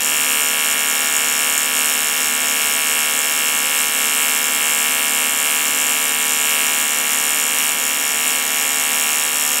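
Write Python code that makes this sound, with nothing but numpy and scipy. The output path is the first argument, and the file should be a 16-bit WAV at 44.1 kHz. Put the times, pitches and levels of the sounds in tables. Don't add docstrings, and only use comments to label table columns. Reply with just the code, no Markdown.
import sys
import numpy as np
from scipy import signal
from scipy.fft import rfft, irfft, next_fast_len
from scipy.io import wavfile
from scipy.ndimage import map_coordinates

SR = 44100
rng = np.random.default_rng(int(sys.argv[2]) if len(sys.argv) > 2 else 0)


def log_audio(samples):
    frames = np.atleast_2d(samples).T
    limited = np.clip(frames, -1, 1)
    pcm = np.round(limited * 32767).astype(np.int16)
    wavfile.write(sys.argv[1], SR, pcm)


N = 423360

ARC_HZ = 75.073
CRACK_AT_S = .00660

# f/Hz, level/dB
SPARK_COLOUR = [(60, -69), (1000, -30), (3000, -17), (4800, -16.5), (5500, -4.5), (6100, -10), (6700, 2.5),
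                (7300, 0.5), (8000, 2), (9500, -7.5), (15800, -30.5)]


def amp(db):
    return 10 ** (np.asarray(db) / 20)


def unit(x):
    return x / np.sqrt(np.mean(x ** 2) + 1e-20)


def along(points, hz):
    f, v = np.transpose(points)
    return np.interp(np.log(hz + 1), np.log(f + 1), v)


def wobble(rate_hz):
    knots = rng.standard_normal(int(N * rate_hz / SR) + 4)
    return map_coordinates(knots, [np.arange(N) * rate_hz / SR])


def filtered(x, response):
    m = next_fast_len(N + SR // 2)
    return irfft(rfft(x, m) * response(np.fft.rfftfreq(m, 1 / SR)), m)[..., :N]


def noise(spectrum):
    return unit(filtered(rng.standard_normal(N), lambda hz: amp(along(spectrum, hz))))


def pulses(times_s, sizes, colour, size=1024, order=8):
    at = times_s[:, None] * SR
    taps = np.floor(at).astype(int) + np.arange(1 - order, order + 1)
    shape = np.sinc(taps - at) * np.sinc((taps - at) / order)
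    weights = sizes[:, None] * shape
    train = np.bincount(np.clip(taps, 0, N).ravel(), weights.ravel(), N + 1)[:N]
    cepstrum = irfft(np.log(amp(along(colour, np.fft.rfftfreq(size, 1 / SR)))))
    cepstrum[1:size // 2] *= 2
    cepstrum[size // 2 + 1:] = 0
    pulse = irfft(np.exp(rfft(cepstrum)))
    return unit(signal.fftconvolve(train, pulse)[:N])


def fan(air_db, waver_hz, flutter_db):
    # f/Hz, level/dB
    air_spectrum = [(25, -29), (55, -26), (85, -33), (103, -3), (130, -18), (180, -4.5), (270, 1.5),
                    (400, -3.5), (640, 2.5), (900, -2), (1600, -0.5), (4000, -1), (16000, -38)]
    # f/Hz, rms level/dB
    tone_levels = [(178, -60), (260, -44), (300, -73), (312, -66.5), (521.5, -50)]
    t = np.arange(N) / SR
    tones = np.zeros(N)
    for hz, db in tone_levels:
        level = amp(db + flutter_db * wobble(5.5))
        turns = hz * t + np.cumsum(waver_hz * wobble(5)) / SR
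        tones += level * np.sin(2 * np.pi * turns)
    return amp(air_db) * noise(air_spectrum) + np.sqrt(2) * tones


def gas(hiss_db, flutter_db):
    # f/Hz, level/dB
    gas_spectrum = [(300, -30), (1000, -14.5), (1600, 3.5), (2800, 5), (4400, -5), (6500, 1), (8000, -26),
                    (10000, 1.5), (16000, -3.5)]
    return amp(hiss_db + flutter_db * wobble(12)) * noise(gas_spectrum)


def reluctance(cycle_s):
    # t/s, force against the usual/dB
    hard_cracks = [(0.047, 2), (0.726, 3), (1.165, 6), (1.578, 6), (3.19, 4), (5.868, 3), (6.667, 4.5),
                   (6.8, 3), (7.133, 2), (7.586, 6), (7.626, 1), (7.719, 2.5), (8.279, 4), (8.305, 3)]
    throb_db, throb_hz, first_crest_s = 1.1, 4.47, .008
    ripple_db, ripple_hz = 0.4, 100
    pool_db, pool_rate_hz = 0.8, 24
    scatter_db, usual_limit_db = 1, 0.5
    throb = throb_db * np.cos(2 * np.pi * throb_hz * (cycle_s - first_crest_s))
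    ripple = ripple_db * np.cos(2 * np.pi * ripple_hz * cycle_s)
    pool = pool_db * wobble(pool_rate_hz)[(cycle_s * SR).astype(int)]
    scatter = scatter_db * rng.standard_normal(len(cycle_s))
    force = np.minimum(throb + ripple + pool + scatter, usual_limit_db)
    for when_s, hard_db in hard_cracks:
        force[np.argmin(abs(cycle_s + CRACK_AT_S - when_s))] = hard_db
    return force


def sizzle(times_s, sizes, t60_s):
    kicks = np.bincount((times_s * SR).astype(int), sizes, N)[:N]
    fading = signal.lfilter([1], [1, -amp(-60 / (t60_s * SR))], kicks)
    return unit(fading * noise(SPARK_COLOUR))


def moving_echo(x, echo_db, first_delay_s, last_delay_s):
    delay = np.linspace(first_delay_s, last_delay_s, N) * SR
    return x + amp(echo_db) * map_coordinates(x, [np.arange(N) - delay])


def arc(crack_db, spark_db, sizzle_db, snap_db, snap_scatter_db, snap_wander_db, jitter_s, sway_s, ramp_end_db):
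    # t/s, spark/dB, snap/dB, crack/dB, each against its usual level
    drift = [(0.0, 0.5, 0.3, 1.5), (0.6, -0.5, 0.1, -0.5), (1.9, 0, -0.5, -0.0), (3.1, -1, 0.34, -0.5),
             (4.6, -0.5, 0.6, 0.8), (5.0, -1.7, 0.3, 0.5), (6.3, 0.5, -0.3, 0.4), (6.7, -0.5, 1.1, -1),
             (7.1, -0.2, -1.3, 1), (7.8, -1, -0.1, -0.5), (8.4, -0.5, -0.6, -1.2), (9.05, -0.5, -1.4, 1),
             (9.3, -2, 0, 0.4), (9.6, 0, -1.9, 2)]
    # f/Hz, level/dB
    crack_colour = [(60, -53.5), (250, -28), (700, -10), (1500, -7), (3000, -23.5), (4800, -12), (5600, -1),
                    (6100, -10), (6800, -3.5), (8000, 2.5), (9300, 3.5), (10000, -3), (12200, -0.5),
                    (15800, -15.5)]
    snap_colour = [(60, -47.5), (250, -21), (800, -18), (1700, -7.5), (2200, -3), (2800, 3.5),
                   (3400, -13.5), (4600, -17), (7000, -25.5), (8200, -3.5), (9300, -4), (10500, -13.5),
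                   (12200, -10), (15800, -14)]
    snap_at_s, ramp_s = .01262, .000545
    crack_gain, snap_loss = 0.69, 0.15

    cycle = np.arange(int(N / SR * ARC_HZ)) / ARC_HZ
    s, *levels = np.transpose(drift)
    spark_drift, snap_drift, crack_drift = (np.interp(cycle, s, level) for level in levels)
    chance = rng.standard_normal((3, len(cycle)))
    sample = (cycle * SR).astype(int)
    arrival = cycle + sway_s * wobble(1.5)[sample]

    force = reluctance(cycle)
    ignition = arrival + CRACK_AT_S + jitter_s * chance[0]
    crack_size = amp(crack_drift + crack_gain * force)
    spark_size = amp(spark_drift + force)
    cracks = amp(crack_db) * pulses(ignition, crack_size, crack_colour)
    spark_time = ignition + 0.00013 + 2 * jitter_s * chance[1]
    sparks = amp(spark_db) * pulses(spark_time, spark_size, SPARK_COLOUR)
    sparks = sparks + amp(sizzle_db) * sizzle(ignition, spark_size, t60_s=0.016)
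    bright = moving_echo(cracks + sparks, echo_db=-13, first_delay_s=.00070, last_delay_s=.00090)

    start = arrival + snap_at_s
    wander = snap_wander_db * wobble(9)[sample]
    snap_size = amp(snap_drift - snap_loss * force + wander + snap_scatter_db * chance[2])
    edge_times = np.r_[start, start + ramp_s]
    edge_sizes = np.r_[snap_size, -amp(ramp_end_db) * snap_size]
    return bright + amp(snap_db) * pulses(edge_times, edge_sizes, snap_colour)


def echo(x, early_db, early_t60_s):
    # f/Hz, level/dB
    reflected = [(200, 4), (1400, 1), (2100, -6), (2800, -12), (4500, 0), (7000, -5.5), (9500, -4),
                 (12000, -3.5), (15000, -3)]
    # f/Hz, t60/s
    workshop = [(200, 0.095), (2500, 0.72), (8000, 0.23), (16000, 0.099)]
    hz, t, z = signal.stft(rng.standard_normal(SR // 2), SR, nperseg=256)
    decay = amp(-60 * t / along(workshop, hz)[:, None])
    tail = signal.istft(z * decay, SR, nperseg=256)[1]
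    t = np.arange(len(tail)) / SR
    early = 1 + amp(early_db - 60 * t / early_t60_s)
    tail = tail * early * (t > .0016)
    answer = signal.fftconvolve(x, tail / np.linalg.norm(tail))[:N]
    return filtered(answer, lambda hz: amp(along(reflected, hz)))


def standing_waves(x, top_db):
    # multiple of the arc rate, rms level against top_db/dB
    harmonics = [(1, -42), (2, -34.5), (3, -16.5), (4, -26.5), (5, -38), (6, -12), (7, -17), (8, -34),
                 (9, -13), (10, -17), (11, -9.5), (12, -38), (13, -8), (14, -21.5), (15, -6.5), (16, -12),
                 (17, -8.5), (18, -9), (19, -7.5), (20, -17.5), (21, -11), (22, -4.5), (23, -9), (24, -5.5),
                 (25, -9), (26, -31), (27, -12.5), (28, -13), (29, -1), (30, -23.5), (31, -2.5), (32, -5.5),
                 (33, -11), (34, -8), (35, -37), (36, -1), (37, -1), (38, -17.5), (39, -2.5), (40, -5),
                 (41, -17), (42, -7.5), (43, -5.5), (44, -7), (45, -12), (46, -14.5), (47, -34), (48, -20),
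                 (49, -25), (50, -9.5)]
    spectrum, hz = rfft(x), np.fft.rfftfreq(N, 1 / SR)
    gain = np.ones(len(hz))
    for multiple, db in harmonics:
        line = abs(hz - round(multiple) * ARC_HZ) < .5
        rms = np.sqrt(2 * np.sum(abs(spectrum[line]) ** 2)) / N
        gain[line] = amp(top_db + db) / rms
    return irfft(spectrum * gain, N)


def ports(buzz, hiss, other_hiss, spread_s):
    # f/Hz, gain/dB
    width = [(100, -34), (250, -30), (500, -23), (1200, -16), (2500, -23), (5000, -21), (8000, -13),
             (11000, -8), (15000, -4)]
    t = np.arange(SR // 20) / SR
    nearby = rng.standard_normal(len(t)) * np.exp(-t / spread_s)
    diffuse = signal.fftconvolve(buzz, nearby / np.linalg.norm(nearby))[:N]
    side = filtered(.7 * diffuse + 1.9 * other_hiss, lambda hz: amp(along(width, hz)))
    return np.array([buzz + hiss + side, buzz + hiss - side])


def scene():
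    hum = fan(air_db=-32.0, waver_hz=0.87, flutter_db=1.0)
    hiss, other_hiss = (gas(hiss_db=-28.3, flutter_db=.5) for _ in range(2))
    direct = arc(crack_db=-24.5, spark_db=-29.5, sizzle_db=-33.5,
                 snap_db=-24.0, snap_scatter_db=0.57, snap_wander_db=1.14,
                 jitter_s=5e-6, sway_s=1e-5, ramp_end_db=0.5)
    reflections = echo(direct, early_db=8.0, early_t60_s=0.11)
    buzz = standing_waves(direct + reflections, top_db=-31.5)
    return ports(buzz + hum, hiss, other_hiss, spread_s=0.005)


def record(dry):
    top_hz = 15780
    return filtered(np.clip(dry, -1, 1), lambda hz: hz < top_hz)


dry = scene()
out = record(dry)
log_audio(out)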